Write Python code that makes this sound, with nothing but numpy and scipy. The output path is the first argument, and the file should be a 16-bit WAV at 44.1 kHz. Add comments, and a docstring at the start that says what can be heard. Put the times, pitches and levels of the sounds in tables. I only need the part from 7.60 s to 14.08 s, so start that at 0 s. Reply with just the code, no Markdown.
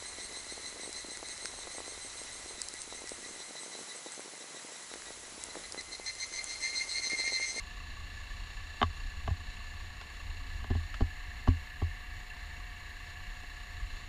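"""Open deck of a bus: its six-cylinder diesel idles at 600 rpm while a small camera is slowly turned.
Wind rumbles on the microphone as shaped low noise.
Firing blows ring the block; noise bands give belt whirr, hiss and clatter, wandering sines two thin whines.
Handling knocks ring the camera's housing, scratch it and thump its springy mount."""
import sys
import numpy as np
from scipy import signal
from scipy.fft import rfft, irfft, next_fast_len
from scipy.io import wavfile
from scipy.ndimage import uniform_filter1d, map_coordinates

SR = 44100
rng = np.random.default_rng(int(sys.argv[2]) if len(sys.argv) > 2 else 0)


def generate_wav(signal):
    """Clip the signal to [-1, 1] and save it as 16-bit WAV at the path in sys.argv[1]."""
    frames = np.transpose(np.atleast_2d(signal))
    scaled = np.clip(frames, -1, 1) * 32767
    pcm = np.round(scaled).astype(np.int16)
    wavfile.write(sys.argv[1], SR, pcm)


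N = 285768
TIME_S = np.arange(N) / SR
CYCLE_HZ = 5.001  # engine cycle, two crank turns
CYLINDER_COUNT = 6


def amp(db):
    """Decibels to gain."""
    return 10 ** (np.asarray(db) / 20)


def unit(x):
    """x at rms 1."""
    return x / np.sqrt(np.mean(x ** 2) + 1e-20)


def curves(rows):
    """One value per sample for each column after the time."""
    time_s, *columns = np.transpose(rows)
    return [np.interp(TIME_S, time_s, column) for column in columns]


def wobble(rate_hz):
    """Smooth random curve, rate_hz knots a second."""
    knots = rng.standard_normal(int(N * rate_hz / SR) + 4)
    return map_coordinates(knots, [np.arange(N) * rate_hz / SR])


def filtered(x, response):
    """x through a complex response of frequency."""
    size = next_fast_len(len(x) + 8192)
    spectrum = rfft(x, size) * response(np.fft.rfftfreq(size, 1 / SR))
    return irfft(spectrum, size)[:len(x)]


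def resonance(f, centre_hz, width_hz):
    """Causal response of one mode, gain 1 at its centre."""
    damping = 1j * f * width_hz
    return damping / (centre_hz ** 2 - f ** 2 + damping)


def noise(spectrum):
    """Noise of rms 1, its spectrum interpolated over log frequency."""
    hz, db = np.transpose(spectrum)
    shape = lambda f: amp(np.interp(np.log(f + 1), np.log(hz), db))
    return unit(filtered(rng.standard_normal(N), shape))


def add(track, time_s, sound):
    """Mix a sound into the track, cut at its end."""
    part = track[round(time_s * SR):][:len(sound)]
    part += sound[:len(part)]


# wind strength before flutter: (time [s], level [dB])
WIND_GUSTS = [(0, -45), (.72, -41), (1.08, -47), (1.5, -39.5), (1.88, -42.5), (2.2, -42), (2.42, -47.5),
              (2.7, -43), (3.2, -37.5), (3.6, -44), (3.82, -41), (4.1, -45), (4.5, -43.5), (5.38, -47),
              (5.65, -41.5), (5.92, -47), (6.2, -39), (6.48, -45.5)]
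# rumble spectrum: (frequency [Hz], relative density [dB])
RUMBLE_SPECTRUM = [(12, -12.5), (22, -1.5), (36, 6), (56, -5.5), (82, -2.5), (97, -13.5), (115, -28.5),
                   (200, -31), (270, -27.5), (400, -53), (900, -64)]


def wind(smoothing_samples=6000, flutter_db=2, flutter_hz=9):
    """Eddies buffet the microphone, following the gusts and fluttering within them."""
    gust_db, = curves(WIND_GUSTS)
    eddies = noise(RUMBLE_SPECTRUM)
    power = np.abs(uniform_filter1d(eddies ** 2, smoothing_samples))
    evened = eddies / np.sqrt(power + 0.15)  # gusts, not chance, set the swell
    return amp(gust_db + flutter_db * wobble(flutter_hz)) * evened


def firing_pulse():
    """Cosine at the firing rate, peaking 6 ms after each nominal firing."""
    return np.cos(2 * np.pi * CYLINDER_COUNT * CYCLE_HZ * (TIME_S - .006))


# clatter spectrum: (frequency [Hz], relative density [dB])
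CLATTER_SPECTRUM = [(100, 9), (300, -6), (520, -8.5), (680, -7.5), (850, -2), (1000, -1), (1200, -2.5),
                    (1450, -8.5), (1700, 3), (2150, -5.5), (2430, -5), (2750, 5), (3200, -7.5), (3600, -39)]


def clatter():
    """Mid-band engine and street noise pulsing slightly at the firing rate."""
    level_db = -53.5 + 0.55 * firing_pulse() + 0.35 * wobble(25)
    return amp(level_db) * noise(CLATTER_SPECTRUM)


# hiss spectrum: (frequency [Hz], relative density [dB])
HISS_SPECTRUM = [(2600, -7.5), (3200, -7), (3500, -0.5), (3750, -2), (4050, 2.5), (4550, -2), (4950, -13),
                 (5400, -8), (6200, -16), (6900, -3), (7700, -17), (10500, -21.5), (15000, -35.5)]


def hiss():
    """Treble engine and street noise pulsing at the firing rate."""
    return amp(0.58 * firing_pulse() + 0.64 * wobble(14)) * noise(HISS_SPECTRUM)


# thin tones: (frequency [Hz], level re whirr base [dB], wander [Hz])
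WHINE_TONES = [(720, -9.5, 7), (2260, -10.5, 5)]


def whines():
    """Sines whose pitch and level wander."""
    tones = np.zeros(N)
    for hz, level_db, wander_hz in WHINE_TONES:
        phase = 2 * np.pi * np.cumsum(hz + wander_hz * wobble(20)) / SR
        tones += amp(level_db + 1.1 * wobble(5.7)) * unit(np.sin(phase))
    return tones


# whirr spectrum: (frequency [Hz], relative density [dB])
WHIRR_SPECTRUM = [(1250, -50), (1520, -5), (1640, 10), (1760, 14), (1900, 8), (2100, 9), (2300, 1.5),
                  (2600, -20.5)]


def belt(rub_at_cycles=0.585, rub_width_cycles=0.041, rub_db=-6.5):
    """Belt drive: whirring noise, plus a resonant rub once in each engine cycle."""
    phase_cycles = TIME_S * CYCLE_HZ % 1
    window = np.exp(-.5 * ((phase_cycles - rub_at_cycles) / rub_width_cycles) ** 2)
    rub = window * rng.standard_normal(N)
    chirr = unit(filtered(rub, lambda f: resonance(f, 1753, 133) ** 2))
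    return amp(2) * noise(WHIRR_SPECTRUM) + amp(rub_db) * chirr


# block resonances: (frequency [Hz], width [Hz], level [dB], delay after firing [s])
BLOCK_MODES = [(1133, 35.6, -3, 0.0027), (1736, 23, -0.5, 0.0016), (2713, 86, -2, 0.0018),
               (3993, 31, -10, 0), (4425, 75, -11, .003), (6990, 70, -13.5, 0)]
# cylinders in firing order: (thud into lowest block mode [dB], tick into higher modes [dB])
CYLINDER_BLOWS = [(-5, 1), (-11, -2.5), (-11, 0.5), (-9.5, 3), (-10.5, -9.5), (-9, 3)]
THUD_BELOW_HZ = 1500


def diesel_knock(scatter_db=1.7, jitter_s=.0003, rattle_share=.022, rattle_decay_s=.005):
    """Each firing is a sharp blow and short rattle ringing the block; cylinder strengths repeat each cycle."""
    firing_hz = CYCLE_HZ * CYLINDER_COUNT
    firings = np.arange(int(N / SR * firing_hz))
    times_s = firings / firing_hz + jitter_s * rng.standard_normal(len(firings))
    decay = np.exp(-np.arange(SR // 30) / SR / rattle_decay_s)
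    thuds_db, ticks_db = np.transpose(CYLINDER_BLOWS)
    rings = np.zeros(N)
    for hz, width_hz, level_db, delay_s in BLOCK_MODES:
        strikes_db = thuds_db if hz < THUD_BELOW_HZ else ticks_db
        blow_db = strikes_db[firings % CYLINDER_COUNT] + scatter_db * rng.standard_normal(len(firings))
        blows = np.zeros(N)
        blows[np.clip(((times_s + delay_s) * SR).astype(int), 0, N - 1)] = amp(blow_db)
        rattle = rattle_share * signal.fftconvolve(blows, decay)[:N] * rng.standard_normal(N)
        mode = lambda f: resonance(f, hz, width_hz) * resonance(f, hz, 4 * width_hz)
        rings += amp(level_db) * unit(filtered(blows + rattle, mode))
    return rings


# camera swing and part return: (time [s], share of full turn [0-1])
CAMERA_TURN = [(0, 0), (1.25, 0.035), (2.75, 0.34), (4.1, 0.78), (5.3, 0.68), (6.48, 0.42)]
# base level at zero turn, change over a full turn
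RING_DB, RING_TURN_DB = -58.5, -4.5
WHIRR_DB, WHIRR_TURN_DB = -59.5, 6
HISS_DB, HISS_TURN_DB = -55.5, -3


def engine():
    """Idling diesel: the camera's turn rebalances knock, belt with whines, and hiss; clatter stays put."""
    turn, = curves(CAMERA_TURN)
    ring = amp(RING_DB + RING_TURN_DB * turn) * diesel_knock()
    whirr = amp(WHIRR_DB + WHIRR_TURN_DB * turn) * (belt() + whines())
    treble = amp(HISS_DB + HISS_TURN_DB * turn) * hiss()
    return ring + whirr + treble + clatter()


# mount jolts: (time [s], level [dB], shove [dB], ring length re free bounce [ratio])
MOUNT_JOLTS = [(1.233, -21.5, -26, 0.81), (1.687, -28, 16, 0.21), (1.709, -14.5, -30, 0.41),
               (3.107, -19.5, -10, 0.73), (3.156, -22.5, -6, 0.88), (3.42, -22, 4.5, 0.81),
               (3.8858, -14.5, -2.5, 0.81), (4.2247, -18, -18, 0.74)]
# sway, bounce, upper mode: (frequency [Hz], level [dB], free t60 [s], share of shove [ratio])
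MOUNT_MODES = [(49, 10, 0.08, 0.82), (82.5, 0, 0.28, 0.058), (254, -7.5, 0.069, 0.47)]


def thumps(rise_s=0.0049):
    """Jolted mount rings as decaying sines; the shove weights mainly its sway and upper mode."""
    track, t = np.zeros(N), np.arange(SR // 3) / SR
    for time_s, level_db, shove_db, length in MOUNT_JOLTS:
        bounce = np.zeros(len(t))
        for hz, mode_db, t60_s, share in MOUNT_MODES:
            decay_db = mode_db + share * shove_db - 60 * t / (t60_s * length)
            bounce += amp(decay_db) * np.sin(2 * np.pi * hz * t)
        add(track, time_s, amp(level_db) * bounce * (1 - np.exp(-t / rise_s)))
    return track


# housing contacts: (time [s], ring peak [dB], brightness [Hz], pitch of spot hit [Hz])
CONTACTS = [(1.2154, -15.5, 2380, 702), (1.2279, -12, 3800, 1234), (1.6764, -24.5, 1505, 680),
            (1.7043, -39, 700, 780), (2.413, -42, 1600, 1060), (3.042, -34.5, 2400, 1540),
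            (3.1026, -28, 258, 365), (3.1111, -31.5, 304, 382), (3.1505, -31, 280, 298),
            (3.407, -23.5, 323, 362), (3.416, -33, 340, 790), (3.8743, -22, 790, 950),
            (3.882, -22.5, 148, 261.5), (4.2183, -28.5, 505, 360), (5.835, -44, 600, 690)]
# light scuffs: (time [s], scratch level [dB])
LIGHT_SCUFFS = [(2.412, -42.5), (3.3415, -38.5)]
# dry scratch spectrum: (frequency [Hz], relative density [dB])
GRIT_SPECTRUM = [(600, -4), (1200, 4.5), (1800, 6.5), (2400, -4), (3000, 5), (3800, -2), (4700, -4),
                 (8000, -20), (15000, -51)]
GRIT_DB, GRIT_GROWTH = -28, 0.7  # scratch of a 0 dB contact; scratch dB per contact dB


def scratches(decay_s=0.0073):
    """Each contact scratches the housing briefly, harder ones more; a scuff does nothing else."""
    track, t = np.zeros(N), np.arange(SR // 10) / SR
    events = [(time_s, GRIT_DB + GRIT_GROWTH * peak_db) for time_s, peak_db, _, _ in CONTACTS]
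    for time_s, level_db in events + list(LIGHT_SCUFFS):
        add(track, time_s, amp(level_db) * np.exp(-t / decay_s))
    return track * noise(GRIT_SPECTRUM)


# housing modes: (frequency [Hz], width [Hz], level [dB])
HOUSING_MODES = [(241, 49, 0.5), (308, 112, -7), (414, 52, -0.5), (651, 96, -2.5), (802, 97, 1),
                 (1031, 37, 2), (1137, 40, 4.5), (1653, 143, -3.5), (2070, 86, -4), (2580, 230, -11),
                 (3020, 146, -1.5), (3640, 105, -1.5)]
NODE_HZ, NODE_WIDTH_HZ = 510, 130  # microphone sits on a node here
SCRAPE_SHARE, SCRAPE_DECAY_S = .024, .003  # scrape re blow


def housing(f):
    """Response of the housing: modes of alternating sign, notched at the node."""
    modes = sum((-1) ** k * amp(level_db) * resonance(f, hz, width_hz)
                for k, (hz, width_hz, level_db) in enumerate(HOUSING_MODES))
    return modes * (1 - resonance(f, NODE_HZ, NODE_WIDTH_HZ))


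def knocks(shell_hz=4100, spot_gain=1.6, spot_width=0.058):
    """A blow and brief scrape ring the housing; dull contacts favour the low modes."""
    track, t = np.zeros(N), np.arange(SR // 5) / SR
    shell = signal.butter(4, shell_hz, fs=SR, output="sos")
    for time_s, peak_db, bright_hz, spot_hz in CONTACTS:
        scrape = SCRAPE_SHARE * np.exp(-t / SCRAPE_DECAY_S) * rng.standard_normal(len(t))
        force = (t == 0) + scrape
        # spot hit favours modes near its pitch
        spot = lambda f: 1 + spot_gain * resonance(f, spot_hz, spot_width * spot_hz)
        softness = lambda f: 1 / (1 + 1j * f / bright_hz) ** 2
        ring = filtered(force, lambda f: housing(f) * spot(f) * softness(f))
        ring = signal.sosfilt(shell, ring)
        add(track, time_s, amp(peak_db) * ring / np.abs(ring).max())
    return track


def scene():
    """Everything at the one microphone."""
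    mix = wind() + engine() + thumps() + scratches() + knocks()
    return mix[None]


def record(dry, top_hz=15250):
    """The camera keeps nothing above its band limit."""
    return np.array([filtered(channel, lambda f: f < top_hz) for channel in dry])


dry = scene()
out = record(dry)
generate_wav(out)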